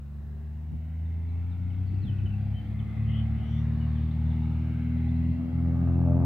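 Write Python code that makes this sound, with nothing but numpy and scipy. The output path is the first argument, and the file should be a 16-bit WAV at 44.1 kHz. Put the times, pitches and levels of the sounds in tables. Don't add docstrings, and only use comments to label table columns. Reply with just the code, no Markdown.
import sys
import numpy as np
from scipy import signal
from scipy.fft import rfft, irfft
from scipy.io import wavfile
from scipy.ndimage import uniform_filter1d

SR = 44100
rng = np.random.default_rng(int(sys.argv[2]) if len(sys.argv) > 2 else 0)


def put_to_file(sound):
    columns = np.atleast_2d(sound).T
    safe = np.clip(columns, -1, 1)
    whole_steps = np.round(safe * 32767)
    wavfile.write(sys.argv[1], SR, whole_steps.astype(np.int16))


N = 275625
TIME = np.arange(N) / SR
# time_s, level_db
TIP_LEVEL = [(0, -90), (2, -77), (3.5, -70), (4.7, -72.5), (5.7, -63.5), (6.1, -50), (6.25, -47.5)]


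def gain_of(db):
    return 10 ** (np.asarray(db) / 20)


def unit_rms(x):
    return x / np.sqrt(np.mean(x ** 2) + 1e-20)


def curves(rows, t=TIME):
    times, *columns = np.transpose(rows)
    return [np.interp(t, times, column) for column in columns]


def spectrum_at(points, hz):
    knots_hz, values = np.transpose(points)
    return np.interp(np.log(hz + 1), np.log(knots_hz + 1), values)


def band_level(points, hz, band):
    low, high = band
    return 10 * np.log10(np.sum(gain_of(spectrum_at(points, hz[(hz >= low) & (hz < high)])) ** 2))


def swell(t, peak_s, length_s):
    return np.exp(-(2 * (t - peak_s) / length_s) ** 2)


def drift(rate_hz):
    hz = np.fft.rfftfreq(N, 1 / SR)
    return unit_rms(irfft(rfft(rng.standard_normal(N)) / (1 + (hz / rate_hz) ** 4), N))


def grid(size):
    return np.arange(4 * N // size + 5)[:, None] * (size // 4) / SR, np.fft.rfftfreq(size, 1 / SR)


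def noise(field_db, size):
    # frequency_hz, correlation
    coherence = [(25, 0.94), (70, 1), (400, 0.55), (700, 0.8), (1300, 0.65), (2800, 0.44), (5000, 0.19),
                 (14000, 0.2)]
    t, hz = grid(size)
    a, b, c, d = rng.standard_normal((4, len(t), len(hz)))
    shared = np.clip(spectrum_at(coherence, hz), -1, 1)
    left = a + 1j * b
    right = shared * left + np.sqrt(1 - shared ** 2) * (c + 1j * d)
    bins = np.array([left, right]) * gain_of(field_db)
    _, sound = signal.istft(bins.swapaxes(1, 2), nperseg=size, noverlap=size - size // 4)
    return sound[:, :N] * np.sqrt(3 / 2)


def steady(colour):
    _, hz = grid(size=2048)
    return unit_rms(noise(spectrum_at(colour, hz), size=2048))


def tone(order, turns, speed, cut_hz=69.4, cut_db_per_octave=34, lead_hz=46):
    hz = order * speed
    passed = 1 / np.hypot(1, gain_of(cut_db_per_octave * np.log2(cut_hz / hz)))
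    return passed * np.sqrt(2) * np.cos(2 * np.pi * (order * turns + lead_hz / hz - 3 / 8))


def low_drone(turns, speed, flutter=0.1, wander_db=0.73, dip_edge_s=0.004):
    # time_s, level_db
    propeller = [(0, -53.5), (1.1, -51.5), (1.75, -42.5), (3.05, -36), (4.3, -33), (4.85, -37),
                 (5.25, -32.5), (6.25, -31)]
    # time_s, level_db
    firing = [(0, -37), (.65, -34.5), (1, -30.7), (2.45, -29), (3.2, -29.5), (3.9, -33), (4.45, -34.5),
              (5.6, -32), (6.25, -27)]
    # time_s, level_db
    firing_octave = [(0, -47.5), (1, -44), (1.95, -46), (2.3, -41), (3.1, -38), (4.6, -37.5), (5.25, -33.5),
                     (5.7, -35), (6.25, -31)]
    # start_s, length_s, depth_db
    dips = [(2.566, 0.129, 7.5), (2.71, 0.071, 3.5), (2.833, .14, 6.5), (3.376, 0.13, 4), (5.334, 0.2, 6.5)]
    # frequency_hz, depth_factor
    dip_shape = [(70, 0.67), (115, 1.23), (160, 1.6), (230, 0.25), (400, .1)]
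    bank_orders = (1.5, 2.5, 4.5, 5, 5.5, 6.5, 7, 7.5)
    bank_levels = [-22, -21, -11, -37.5, -37.5, -28, -37.5, -31]
    propeller_db, = curves(propeller)
    firing_db, = curves(firing)
    octave_db, = curves(firing_octave)
    dip_db = sum(db * (np.tanh((TIME - s) / dip_edge_s) - np.tanh((TIME - s - length) / dip_edge_s)) / 2
                 for s, length, db in dips)
    firing_turns = turns + .5
    tones = [(2, turns, propeller_db + 5.5), (4, turns, propeller_db),
             (3, firing_turns, firing_db), (6, firing_turns, octave_db)]
    out = np.zeros(N)
    for order, angle, db in tones:
        level = gain_of(db - dip_db * spectrum_at(dip_shape, order * speed) + wander_db * drift(3))
        out += level * (1 + flutter * drift(9.3)) * tone(order, angle, speed)
    for order, db in zip(bank_orders, bank_levels):
        out += gain_of(octave_db + db) * (1 + drift(6) / 3) * tone(order, turns, speed)
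    return out


def exhaust(turns, speed):
    # frequency_hz, level_db
    colour = [(200, -52), (280, -52.5), (310, -69), (400, -77.5), (600, -86), (900, -76)]
    return sum(gain_of(spectrum_at(colour, order * speed) + 0.5 * drift(1.8)) * tone(order, turns, speed)
               for order in (9, 15, 21))


def blade_buzz(turns, speed, twinkle_db=4.0):
    # time_s, level_db
    blade_edge = [(0, -66.5), (2, -60), (3.6, -63), (4, -55.5), (4.6, -51), (4.9, -57.5), (5.45, -55.5),
                  (6.15, -42)]
    # frequency_hz, relative_db
    colour = [(250, -2.5), (430, 0), (520, 0.5), (600, -1.5), (690, -1), (770, -3.5), (860, -4),
              (950, -16.5), (1100, -26), (1600, -27)]
    edge_db, = curves(blade_edge)
    tip_db, = curves(TIP_LEVEL)
    out = gain_of(edge_db + drift(5.2)) * tone(8, turns, speed)
    for order in range(10, 40, 2):
        level_db = tip_db + spectrum_at(colour, order * speed) + twinkle_db * drift(4.4)
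        out += gain_of(level_db) * tone(order, turns, speed)
    return out


def propeller_wash(turns, patchy_db=2.5, blade_chop=0.064, shaft_chop=0.025):
    # time_s, body_db, treble_db
    levels = [(0, -65.5, -77.5), (.9, -64, -74.5), (1.4, -64.5, -71), (2.2, -65, -66.5), (3.1, -60, -64.5),
              (3.9, -60.5, -64), (4.6, -58.5, -63.5), (5.5, -58, -66.5), (5.8, -57, -66.5),
              (6.25, -43, -69.5)]
    # frequency_hz, density_db
    colour = [(250, -2), (400, -2), (520, -3.5), (750, 1), (980, -5.5), (1170, -4), (1450, -6),
              (1750, -7.5), (2130, -5), (2400, -10.5), (2650, -7), (3100, -14.5), (3900, -17), (5000, -26),
              (7000, -37.5)]
    # peak_s, length_s, centre_hz, width_hz, lift_db
    bright_bands = [(1.37, .4, 2230, 100, 8.5), (2.6, .8, 790, 64, 6), (3.2, .8, 1100, 61, 5),
                    (3.0, 0.97, 2040, 104, 10), (3.845, 0.34, 1400, 260, 5.5), (4.4, .9, 860, 70, 8.5),
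                    (4.383, 0.13, 2100, 130.4, 3), (5.2, 0.94, 2150, 129.5, 5.5),
                    (5.84, 0.34, 1300, 220, 6.5)]
    body_hz, treble_hz = (380, 1000), (1800, 2500)
    t, hz = grid(size=1024)
    body_db, treble_db = curves(levels, t)
    treble_share = np.interp(np.log(hz + 1), [np.mean(np.log(body_hz)), np.mean(np.log(treble_hz))], [0, 1])
    field_db = spectrum_at(colour, hz) + (1 - treble_share) * (body_db - band_level(colour, hz, body_hz))
    field_db += treble_share * (treble_db - band_level(colour, hz, treble_hz))
    for peak_s, length_s, centre_hz, width_hz, lift_db in bright_bands:
        field_db += lift_db * swell(t, peak_s, length_s) * np.exp(-.5 * ((hz - centre_hz) / width_hz) ** 2)
    slow_noise = uniform_filter1d(rng.standard_normal(field_db.shape), size=70, axis=0)
    patches = unit_rms(uniform_filter1d(slow_noise, size=5, axis=1))
    chop = 1 + blade_chop * np.cos(2 * np.pi * 2 * turns) + shaft_chop * np.cos(2 * np.pi * turns)
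    return noise(field_db + patchy_db * patches, size=1024) * unit_rms(chop)


def echoes(x, t60_s=0.29, echoes_per_s=500):
    t = TIME[:SR // 2]
    strengths = rng.standard_normal((2, len(t)))
    arrivals = rng.random((2, len(t))) < echoes_per_s / SR
    taps = strengths * arrivals * gain_of(-60 * t / t60_s)
    taps /= np.linalg.norm(taps, axis=1, keepdims=True)
    return signal.fftconvolve(x[None], taps, axes=1)[:, :N]


def slipstream():
    # time_s, relative_db
    levels = [(0, -53.5), (1.6, -50), (2, -43.5), (2.5, -45), (5.25, -44), (6.25, -33.5)]
    # frequency_hz, density_db
    colour = [(15, -24), (40, -14), (70, -2), (120, 4), (180, 6.5), (260, -2), (330, -7.5), (420, -25.5),
              (600, -28.5), (3000, -92.5)]
    return steady(colour) * gain_of(curves(levels)[0])


def background(hiss_db=-74, hum_hz=396.4, hum_db=-65):
    # frequency_hz, density_db
    hiss_colour = [(300, -4.5), (3000, 5), (6500, 2), (8800, 2), (10000, -2), (12500, 1.5), (15300, 5)]
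    # peak_s, length_s
    hum_swells = [(0.368, 0.39), (1.22, 0.45), (2.05, .4), (3.79, .55), (4.792, .7)]
    presence = sum(swell(TIME, peak_s, length_s) for peak_s, length_s in hum_swells)
    hum = presence * gain_of(hum_db + 0.5 * drift(3.1)) * np.sqrt(2) * np.sin(2 * np.pi * hum_hz * TIME)
    return gain_of(hiss_db) * steady(hiss_colour) + hum


def wind(breeze_trim_db=-1, apart=0.58):
    # time_s, relative_db
    breeze_levels = [(0, -63.5), (1.5, -62.5), (1.62, -45), (2.2, -44), (2.75, -54), (3.7, -46.5),
                     (4, -56.5), (5.3, -57), (6.25, -45.5)]
    # frequency_hz, density_db
    breeze_colour = [(12, -17), (30, -9.5), (50, 0), (75, 1.5), (130, -7), (300, -28), (2000, -93)]
    # peak_s, length_s, level_db
    gusts = [(0.741, 0.062, -33), (1.647, .12, -50), (1.933, 0.037, -32), (2.057, 0.14, -33),
             (2.252, 0.043, -29.5), (2.81, 0.15, -49), (3.382, 0.12, -34.5), (5.43, 0.076, -35)]
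    # frequency_hz, density_db
    gust_colour = [(15, -23.5), (50, -7), (90, 7), (150, 1.5), (260, -10), (400, -23), (550, -36),
                   (3000, -91)]
    buffets = sum(gain_of(db) * swell(TIME, peak_s, length_s) for peak_s, length_s, db in gusts)
    breeze = steady(breeze_colour) + apart * steady(breeze_colour) * [[1], [-1]]
    return breeze * gain_of(curves(breeze_levels)[0] + breeze_trim_db) + steady(gust_colour) * buffets


def bird(waver=0.0066, trim_db=0.6, bend=.85, trill_hz=100, trill_depth_hz=219):
    # start_s, length_s, start_hz, end_hz, relative_db
    chirps = [(1.048, 0.027, 3950, 3400, -76), (1.284, .03, 4180, 3800, -75),
              (1.502, 0.044, 4100, 3350, -73), (1.693, .046, 3410, 2410, -70.5),
              (1.865, 0.038, 4750, 4000, -73.5), (1.936, 0.023, 4680, 4340, -77.5),
              (2.013, .026, 4620, 3980, -73.5), (2.023, 0.032, 4540, 3670, -69.5),
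              (2.043, .04, 3750, 3300, -66.5), (2.065, .047, 3510, 2800, -58.5),
              (2.182, 0.022, 3300, 2330, -61), (2.254, 0.027, 3150, 2850, -58),
              (2.311, .045, 2840, 2650, -61.5), (2.53, 0.027, 2870, 3170, -66),
              (2.548, 0.067, 3144, 3040, -60), (2.638, 0.034, 3160, 3080, -68),
              (2.789, 0.02, 3630, 2900, -61), (3.797, 0.063, 3020, 2770, -62),
              (3.945, .055, 3790, 2670, -66), (4.103, 0.019, 3100, 4080, -64),
              (4.206, .023, 3740, 2920, -72.5), (4.301, 0.027, 3800, 3100, -65.5),
              (4.329, .017, 3980, 3400, -71), (4.425, .02, 3430, 4000, -67.5),
              (4.975, 0.027, 3690, 3150, -74), (5.083, 0.016, 3250, 3780, -66),
              (5.136, 0.038, 3420, 4380, -75)]
    # start_s, length_s, start_hz, end_hz, relative_db
    trills = [(3.06, 0.11, 2940, 3100, -59.5), (3.119, .11, 2970, 3200, -54.5),
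              (3.341, 0.22, 2860, 3300, -65), (3.5, .12, 3060, 3480, -63), (3.43, 0.25, 5850, 5750, -81.5)]
    out = np.zeros(N)
    wobble = 1 + waver * drift(150)
    for notes, depth_hz in ((chirps, 0), (trills, trill_depth_hz)):
        for start_s, length_s, start_hz, end_hz, db in notes:
            sounding = (TIME >= start_s) & (TIME < start_s + length_s)
            t = TIME[sounding] - start_s
            glide = start_hz + (end_hz - start_hz) * (t / length_s) ** bend
            hz = glide * wobble[sounding] + depth_hz * np.sin(2 * np.pi * trill_hz * t)
            envelope = gain_of(db + trim_db) * np.sqrt(2) * signal.windows.tukey(len(t), .6)
            out[sounding] += envelope * np.sin(2 * np.pi * np.cumsum(hz) / SR)
    return out


def tip_rasp(turns, trim_db=-3.0, sharpness=3.2, crack=0.82, crack_at_turn=.98, crack_turns=.045):
    # frequency_hz, density_db
    colour = [(150, -25.5), (400, -12.5), (600, -1.5), (850, 2), (1000, -12), (1300, -13.5), (2000, -26),
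              (5000, -61.5)]
    tips = np.exp(sharpness * (np.cos(2 * np.pi * 2 * turns) - 1))
    loud_cylinder = crack * np.exp(-.5 * ((turns % 2 - crack_at_turn) / crack_turns) ** 2)
    return steady(colour) * unit_rms(tips + loud_cylinder) * gain_of(curves(TIP_LEVEL)[0] + trim_db)


def scene(scatter_db=-19):
    # time_s, turns_per_s
    shaft_speed = [(0, 23.57), (0.8, 25.94), (1.4, 28.56), (2.15, 32.85), (2.6, 34.87), (3.05, 36.42),
                   (3.55, 37.65), (4.4, 39.37), (5.3, 41.19), (6.25, 43.15)]
    speed, = curves(shaft_speed)
    turns = np.cumsum(speed) / SR
    drone = low_drone(turns, speed) + exhaust(turns, speed) + blade_buzz(turns, speed)
    left, right = drone + propeller_wash(turns) + tip_rasp(turns)
    left_lag_s = np.interp(TIME, [0, 4.5, 6.25], [0, 4e-5, 11e-5])
    aircraft = np.array([np.interp(TIME - left_lag_s, TIME, left), right])
    aircraft += gain_of(scatter_db) * echoes(drone)[0] * [[1], [-1]]
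    song = bird()
    birdsong = song * gain_of([[3.0], [-4.0]]) + gain_of(-2) * echoes(song)
    return (aircraft + slipstream() + background()) * gain_of([[.75], [-.75]]) + wind() + birdsong


def record(dry):
    edge_hz = 15750
    low_pass = signal.firwin(511, edge_hz, window=("kaiser", 9), fs=SR)
    return signal.oaconvolve(dry, low_pass[None], "same")


dry = scene()
out = record(dry)
put_to_file(out)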